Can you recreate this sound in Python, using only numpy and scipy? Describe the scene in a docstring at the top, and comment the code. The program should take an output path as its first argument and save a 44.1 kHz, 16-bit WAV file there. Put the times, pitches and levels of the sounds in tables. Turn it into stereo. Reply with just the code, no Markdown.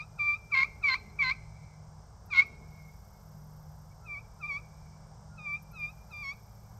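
"""A turkey pot call is played on a lawn, some way from the microphone: a striker sticks and slips on the plate.
Each stroke lands high and settles on a whistle; pressed harder, it drops, splits and rasps into a yelp.
It rises again as the tip lifts; lawn and trees answer with decaying noise echoes.
Wavering sines make a distant engine drone; coloured noise makes the rumble, the leaves and the insects,
which sizzle and tick in the grass."""
import sys
import numpy as np
from scipy import signal
from scipy.fft import rfft, irfft, next_fast_len
from scipy.io import wavfile
from scipy.ndimage import uniform_filter1d, map_coordinates

SR = 44100
rng = np.random.default_rng(int(sys.argv[2]) if len(sys.argv) > 2 else 0)


def wav_out(sig):
    """Save sig, one row per channel (or a flat mono array), as 16-bit PCM at SR to the path in sys.argv[1]."""
    wavfile.write(sys.argv[1], SR, np.round(np.clip(np.atleast_2d(sig).T, -1, 1) * 32767).astype(np.int16))


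N = 299437
TIME = np.arange(N) / SR  # s


def amp(db):
    """Decibels to gain."""
    return 10 ** (np.asarray(db) / 20)


def unit(x):
    """Scaled to rms 1."""
    return x / np.sqrt(np.mean(x ** 2) + 1e-20)


def along(points, hz):
    """(frequency, value) points read on a log frequency axis."""
    f, v = np.transpose(points)
    return np.interp(np.log(hz + 1), np.log(f + 1), v)


def lookup(rows, x):
    """Each later column of a table, read where its first column equals x."""
    first, *cols = np.transpose(rows)
    return [np.interp(x, first, col) for col in cols]


def wobble(rate):
    """A smooth random curve, rate knots a second."""
    knots = rng.standard_normal(int(N * rate / SR) + 4)
    return map_coordinates(knots, [TIME * rate])


def filtered(x, response):
    """x passed through a complex response of frequency."""
    size = next_fast_len(N + SR // 2)
    spectrum = rfft(x, size) * response(np.fft.rfftfreq(size, 1 / SR))
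    return irfft(spectrum, size)[..., :N]


def tone(hz):
    """A sine of rms 1 that follows a pitch curve."""
    cycles = np.cumsum(hz) / SR + rng.random()
    return np.sqrt(2) * np.sin(2 * np.pi * cycles)


def rush(spectrum):
    """Coloured stereo noise of rms 1: a mid and a side noise share the power by left-right likeness."""
    # likeness of the two sides: (frequency [Hz], correlation [-1 to 1])
    likeness = [(60, 0.95), (130, 0.95), (290, 0.93), (640, 0.95), (1410, 0.75), (3100, 0.082),
                (6820, -0.2), (15000, 0.75)]

    def mid_and_side(hz):
        turn = np.arccos(np.clip(along(likeness, hz), -1, 1)) / 2
        return amp(along(spectrum, hz)) * np.array([np.cos(turn), np.sin(turn)])

    mid, side = filtered(rng.standard_normal((2, N)), mid_and_side)
    return unit(np.array([mid + side, mid - side]))


def bouts(rows, rest_db, edge_s):
    """A level in dB that rises from rest during each (start, end, level) row, with soft edges."""
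    level = rest_db
    for start, end, db in rows:
        inside = (np.tanh((TIME - start) / edge_s) - np.tanh((TIME - end) / edge_s)) / 2
        level = level + (db - rest_db) * inside
    return level


def far_air(level_db=-53):
    """Far traffic and breeze: low noise whose level drifts slightly."""
    # colour of the far air: (frequency [Hz], relative density [dB per Hz])
    air_colour = [(12, -31.5), (20, -14.5), (49, -2.5), (97, -2), (124, -9), (138, -6), (155, -7),
                  (166, -5.5), (183, -16), (208, -15.5), (224, -31), (414, -27.5), (446, -23), (855, -17.5),
                  (1700, -31), (2210, -60.5), (3740, -120)]
    return amp(level_db + 0.6 * wobble(9.2)) * rush(air_colour)


def rumble(rest_db=-70, trim_db=-4):
    """A low rumble: narrow bands of noise that swell now and then."""
    # swells, before the trim: (start [s], end [s], level [dB])
    rumble_swells = [(.55, 1.4, -58.5), (2.33, 2.65, -57.5), (4.4, 4.65, -64)]
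    # colour: (frequency [Hz], relative density [dB per Hz])
    rumble_colour = [(165, -22.5), (198, 2), (240, -7), (320, -13), (430, -4), (520, -25), (1200, -90)]
    level_db = bouts(rumble_swells, rest_db, edge_s=.07) + 1.5 * wobble(4) + trim_db
    return amp(level_db) * rush(rumble_colour)


def leaves(level_db=-65.5, pan_db=1.0):
    """Leaves and crickets: a soft, slowly drifting hiss, a little stronger on the left."""
    # colour: (frequency [Hz], relative density [dB per Hz])
    leaf_colour = [(1000, -27), (1700, -25), (2050, -3.5), (2220, -6.5), (2430, -14), (3310, -10.5),
                   (3930, -10), (4520, -7), (4870, 1), (5650, 4), (6750, -3), (8880, -6), (10000, -47),
                   (13000, -45), (15500, -48), (22000, -120)]
    hiss = amp(level_db + .6 * wobble(1.8)) * rush(leaf_colour)
    return hiss * amp([[pan_db], [-pan_db]])


def engine(drone_hz=153.3, rest_db=-65, trim_db=-1):
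    """A far engine: one wavering low tone that swells, over other low tones that drift without set swells."""
    # swells of the main tone, before the trim: (start [s], end [s], level [dB])
    drone_swells = [(-.2, .3, -54), (1.12, 2.03, -52.5), (2.55, 3.0, -53), (3.2, 3.95, -51.5),
                    (4.35, 5.98, -54)]
    # other low tones, each drifting about: (frequency [Hz], level [dB])
    drone_lines = [(54.5, -62), (109, -60.5), (196.5, -68.5)]
    lines = sum(amp(level + 3.5 * wobble(2.7)) * tone(f * (1 + .008 * wobble(3.7)))
                for f, level in drone_lines)
    drone_db = bouts(drone_swells, rest_db, edge_s=.08) + trim_db
    drone = amp(drone_db) * tone(drone_hz * (1 + .004 * wobble(4)))
    return drone + lines


def insects(rest_db=-84, sizzle_trim_db=-1, pulse_hz=33, tick_trim_db=-8, tick_s=.007):
    """A pulsing high sizzle of wings, with a few louder single strokes, all cut from one high noise."""
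    # bouts of song, before the trim: (start [s], end [s], level [dB])
    sizzle_bouts = [(.1, 1.2, -78), (2.65, 3.85, -72), (3.85, 4.95, -78), (5.7, 7, -72)]
    # ticks, before the trim; each peaks tick_s after its time: (time [s], level [dB])
    tick_times = [(2.2568, -57), (2.4631, -59), (5.5263, -61.5), (5.6228, -54), (5.7125, -57),
                  (5.7938, -62.5)]
    # colour: (frequency [Hz], relative density [dB per Hz])
    insect_colour = [(9500, -26), (10800, -6), (12300, 4), (13800, -3), (15600, -14)]
    pulse = 1 + 0.3 * tone(pulse_hz * (1 + 0.12 * wobble(11)))
    sizzle = amp(bouts(sizzle_bouts, rest_db, edge_s=.15) + sizzle_trim_db) * pulse
    ticks = sum(amp(db + tick_trim_db) * np.exp(-((TIME - s - tick_s) / tick_s) ** 2)
                for s, db in tick_times)
    return (sizzle + ticks) * rush(insect_colour)


def yard(x, near_db=-18, near_t60=0.19, far_db=-28.5, patchy_db=3, treeline_s=0.45, treeline_db=7):
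    """Quick scatter from the lawn and trunk, then a faint long answer from the trees, as decaying noise."""
    # decay of the far answer: (frequency [Hz], time to fall 60 dB [s])
    far_decay = [(300, 0.32), (1100, 1.1), (2200, 1.65), (4200, 1.35), (9000, 0.81)]
    hz, frames, z = signal.stft(rng.standard_normal((2, SR * 3 // 2)), SR, nperseg=256)
    fading = amp(-60 * frames / along(far_decay, hz)[:, None])
    far = signal.istft(z * fading, SR, nperseg=256)[1]
    t = np.arange(far.shape[1]) / SR
    # the far answer is patchy, rising and falling at random, and the far tree line adds one late swell
    treeline = treeline_db * np.exp(-((t - treeline_s) / 0.097) ** 2)
    lumps_db = patchy_db * wobble(25)[:len(t)] + treeline
    far = far * (1 - np.exp(-t / 0.02027)) * amp(lumps_db)
    near = rng.standard_normal(far.shape) * amp(-60 * t / near_t60) * (1 - np.exp(-t / 0.0097))
    near = amp(near_db) * near / np.linalg.norm(near[0])
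    far = amp(far_db) * far / np.linalg.norm(far[0])
    return signal.fftconvolve(x[None], near + far, axes=1)[:, :N]


def placed(x):
    """The direct sound reaches the two microphone ports at different times and strengths."""
    # phase between the ports: (frequency [Hz], lead of the left [rad])
    left_lead = [(1300, 0.68), (1650, 1.3), (1950, -1.07), (2350, -1.55), (3000, -1.5), (3900, -1.5),
                 (5300, -2.5), (8000, -2)]
    # level between the ports: (frequency [Hz], left minus right [dB])
    left_tilt = [(700, -1), (1250, -1.8), (2050, 5), (2500, 5), (4000, 0), (8000, -.5)]
    side = np.array([[1], [-1]]) / 2
    return filtered(x, lambda hz: amp(side * along(left_tilt, hz)) * np.exp(1j * side * along(left_lead, hz)))


def grazes():
    """Faint unsteady squeaks as the tip barely grazes the plate."""
    # squeaks, before the pot rings: (centre [s], half length [s], pitch [Hz], level [dB])
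    squeaks = [(3.922, 0.011, 2234, -68), (4.043, 0.027, 1340, -66), (5.336, 0.038, 1410, -64)]
    return sum(amp(db) * np.exp(-((TIME - s) / length) ** 2) * tone(hz * (1 + 0.0112 * wobble(250)))
               for s, length, hz, db in squeaks)


def ringing(x):
    """Modes store energy as the pitch slides across them, beat against it and ring out."""
    # modes of plate and pot: (frequency [Hz], width [Hz], level against the direct sound [dB])
    pot_modes = [(1033, 22, -12.5), (1177, 8.3, -13.5), (1495, 14, -10.5), (2166, 22, -7.5),
                 (2376, 25, -4.5), (4150, 40, 0)]

    def response(f):
        return 1 + sum(amp(db) * 1j * f * w / (c * c - f * f + 1j * f * w) for c, w, db in pot_modes)

    return filtered(x, response)


def plate_voice(whistle, rasp, centre_hz=2250, width_hz=270, rough_share=0.39):
    """The plate's main resonance: a whistle, mixed under pressure with its answer to uneven slips."""
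    noise = rng.standard_normal(N)
    rattle = unit(filtered(noise, lambda hz: 1 / (1 + (2 * (hz - centre_hz) / width_hz) ** 4)))
    share = np.clip(rough_share * rasp ** 2, 0, 1)
    return np.sqrt(1 - share) * whistle + np.sqrt(share) * rattle


def stroke_controls(smooth_s=.002):
    """Pressure and contact set each stroke's slip rate, which in turn sets strength and roughness."""
    # strokes of the striker; levels are relative drives:
    # (start [s], end [s], landing glide [s], bite time [s], bite length [s], swell time [s],
    #  slip rate of the whistle [Hz], bitten slip rate [Hz], level [dB], swell [dB],
    #  fundamental [dB], overtones [dB], grip [0-1], tendency to triple [0-1])
    strokes = [(-0.06, 0.038, 0.01, -0.02, 0.007, -0.008, 1195.0, 1188.0, -31.5, 1.6, 2.4, 4.8, 0.5, 0.2),
               (0.183, 0.366, 0.007, 0.289, 0.005, 0.297, 1179.0, 1170.0, -28.0, 3.6, 2.7, 2.3, 0.12, 0.15),
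               (0.511, 0.66, 0.007, 0.543, 0.003, 0.592, 1166.0, 1066.0, -27.1, 4.5, 2.0, 1.2, 1.0, 0.25),
               (0.822, 0.968, 0.011, 0.888, 0.015, 0.869, 1166.0, 1009.0, -24.3, 2.3, -0.5, 0.7, 0.9, 0.4),
               (1.187, 1.331, 0.002, 1.226, 0.012, 1.216, 1178.0, 1013.0, -23.6, -1.2, -2.7, -2.1, 0.9, 0.3),
               (2.3, 2.443, 0.006, 2.331, 0.004, 2.391, 1206.0, 1081.0, -31.0, 14.1, 2.0, 6.8, 1.0, 1.0),
               (4.043, 4.202, 0.03, 4.149, 0.003, 4.13, 1172.0, 1112.0, -39.9, 3.4, -2.4, -1.3, 0.05, 0.0),
               (4.402, 4.487, 0.02, 4.469, 0.007, 4.448, 1163.0, 1174.0, -37.4, 2.7, 5.9, 2.5, 0.05, 0.0),
               (4.459, 4.591, 0.015, 4.506, 0.006, 4.544, 1190.0, 1112.0, -34.3, 0.8, 1.3, 2.2, 0.06, 0.0),
               (5.369, 5.577, 0.017, 5.455, 0.009, 5.555, 1230.0, 1165.0, -35.8, 6.4, 0.0, 1.9, 0.03, 0.0),
               (5.727, 5.907, 0.047, 5.82, 0.007, 5.843, 1190.0, 1194.0, -33.5, 6.0, -3.0, 2.9, 0.03, 0.0),
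               (6.101, 6.337, 0.021, 6.234, 0.005, 6.302, 1192.0, 1095.0, -40.2, 4.0, 1.2, 10.6, 0.02, 0.0)]
    # strength of each voice against the stroke's level:
    # (slip rate [Hz], plate tone [dB], fundamental [dB], overtones [dB])
    voice_strengths = [(1010, -10.3, -23.6, -12.2), (1060, -2.8, -21.6, -13.8), (1090, 1.2, -23.1, -16.2),
                       (1125, -0.7, -29.7, -21.8), (1160, -0.0, -23.9, -26.1), (1190, -4.5, -33.8, -26.7),
                       (1230, -14.1, -31.9, -30.6), (1300, -13.7, -33.3, -35.0),
                       (1400, -34.3, -27.7, -41.1)]
    # more pressure slows the slips and breaks them up:
    # (slip rate [Hz], rasp [0-1], period doubling [0-1], period tripling [0-1])
    slip_breakup = [(1020, .25, 1, .05), (1045, .25, .97, .15), (1072, .7, .72, .8), (1115, .55, .3, .7),
                    (1160, .1, .12, .3), (1185, .02, .2, .12), (1300, .04, .02, .2)]
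    land_hz, lift_hz = 1390, 1300  # slip rate of the barely touching tip
    attack_s, lift_s, swell_s, release_s = .005, .0143, .0213, .0055
    lift_db = -7  # the plate tone weakens as the tip leaves it
    low_grows, upper_grows = .677, .53  # fundamental per dB of level, overtones per dB of swell
    # the tip skids, louder and rougher, just before it lifts
    skid_before_s, skid_s, skid_rasp, skid_db = .026, .007, .55, 3

    t = TIME
    rows = np.array(strokes)
    nearest = np.minimum(t - rows[:, :1], rows[:, 1:2] - t).argmax(axis=0)
    (start, end, glide, bite, bite_s, peak, whistle_hz, bitten_hz,
     level_db, swell_db, low_db, upper_db, grip, triple) = rows[nearest].T

    # slip rate: lands high, holds, shifts at the bite, rises at the lift
    bitten = (1 + np.tanh((t - bite) / (2 * bite_s))) / 2
    held = whistle_hz + (bitten_hz - whistle_hz) * bitten
    landing = np.exp(-(np.maximum(t - start, 0) / glide) ** 2)
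    lifting = np.exp(-np.maximum(end - t, 0) / lift_s)
    pitch = held + (land_hz - held) * landing + (lift_hz - held) * lifting

    # strength: attack, hold with one swell, a last skid, release
    attack = (1 + np.tanh((t - start - attack_s) / (2 * attack_s))) / 2
    release = (1 + np.tanh((end - t) / (2 * release_s))) / 2
    swell = swell_db * np.exp(-((t - peak) / swell_s) ** 2)
    skid = np.exp(-((end - skid_before_s - t) / skid_s) ** 2)
    firmness = np.sqrt(np.abs(grip))
    drive_db = np.array([level_db + swell + skid_db * firmness * skid + lift_db * lifting,
                         low_grows * level_db + low_db,
                         level_db + upper_grows * swell + upper_db])
    strengths = attack * release * amp(drive_db + lookup(voice_strengths, pitch))
    strengths = uniform_filter1d(strengths, max(1, round(smooth_s * SR)), axis=1)

    # a firm grip roughens the stroke; in a swell the plate pulls the slips back into step
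    rasp, split, third = lookup(slip_breakup, pitch)
    rasp = grip * (rasp * amp(-swell) + skid_rasp * skid)
    return pitch, *strengths, *np.clip([rasp, firmness * split, triple * third], 0, 1)


def pot_call(jitter=0.013, chatter=0.61, chatter_rate=380, judder_hz=76, judder=0.47,
             plate_db=-1.2, flutter_db=1, low_db=-1.6, split_db=2, halves_db=-1, upper_db=-.3,
             scrape_db=-2.6, flicker_db=4.6, clump_db=3.5, damping_db=7, plate_top_hz=2570):
    """Stick-slip harmonics; the second one sits on the plate's main resonance."""
    # how the pot radiates the overtones: (frequency [Hz], relative level [dB])
    pot_radiation = [(2600, 2.5), (3050, -9), (3300, -13), (3520, -11), (3800, 0), (3950, -5.5), (4130, 9),
                     (4380, -6), (4780, 1), (5150, -10.5), (5490, 0), (5950, -10), (6600, -12), (7600, -23)]
    # gritty scrape of the striker tip: (frequency [Hz], relative density [dB per Hz])
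    scrape_colour = [(200, -23.5), (600, -27), (950, -1), (1450, -1), (1720, -18), (2200, -0.5), (2850, 0),
                     (3400, -3.5), (3750, 2), (4100, 3), (5000, -2.5), (6500, -12.5), (9500, -31.5),
                     (12000, -25.5), (15500, -30)]
    pitch, plate, low, upper, rasp, split, third = stroke_controls()

    # under pressure the slips come unevenly, in time and in size, and the striker shaft judders
    pitch = pitch * (1 + jitter * rasp * wobble(350) + .002 * wobble(120))
    shake = chatter * rasp
    shaft = 1 + judder * rasp ** 2 * tone(judder_hz * (1 + 0.14 * wobble(30)))

    def partial(k):
        uneven = (1 + shake * wobble(chatter_rate)) / np.sqrt(1 + shake ** 2)
        return shaft * tone(k * pitch) * uneven

    # the plate's swing may repeat only every third or fourth cycle, which adds lines below it
    every_third, every_fourth = partial(4 / 3), partial(3 / 2)
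    fundamental = np.sqrt(1 - third ** 2) * shaft * tone(pitch) + third * every_third
    below = amp(low_db) * fundamental + amp(split_db) * (1 - third) * split ** 3 * every_fourth

    # alternate strong and weak slips put lines halfway between the harmonics
    orders = np.arange(5, 15) / 2
    gains = []
    for k in orders:
        db = along(pot_radiation, k * pitch) + flicker_db * rasp ** .25 * wobble(70)
        if k >= 5:  # the pressed tip damps the highest ones
            db = db - damping_db * np.sqrt(split)
        halfway = amp(halves_db) * split if k % 1 else 1
        gains.append(amp(db) * halfway)
    overtones = sum(g * partial(k) for k, g in zip(orders, gains)) / np.linalg.norm(gains, axis=0)

    clumps = rng.standard_normal(N) * amp(clump_db * wobble(250))
    grit = unit(filtered(clumps, lambda hz: amp(along(scrape_colour, hz))))
    scrape = np.sqrt(np.maximum(rasp, third ** 2)) * shaft * grit
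    above = amp(upper_db) * np.sqrt(1 - third) * overtones + amp(scrape_db) * scrape

    # as the tip lands and lifts the slip rate shoots up, and the plate cannot follow all the way
    lock = np.minimum(1, plate_top_hz / (2 * pitch))
    plate_tone = plate_voice(partial(2 * lock), rasp)
    return amp(plate_db + flutter_db * wobble(65)) * plate * plate_tone + low * below + upper * above


def scene():
    """The call, direct and echoed by the yard, over engine, insects and outdoor air."""
    background = far_air() + rumble() + leaves() + engine() + insects()
    call = ringing(pot_call() + grazes())
    return background + yard(call) + amp(1.93) * placed(call)


def record(dry, top_hz=15700):
    """The microphone keeps nothing above its band limit."""
    return filtered(dry, lambda hz: hz < top_hz)


dry = scene()
out = record(dry)
wav_out(out)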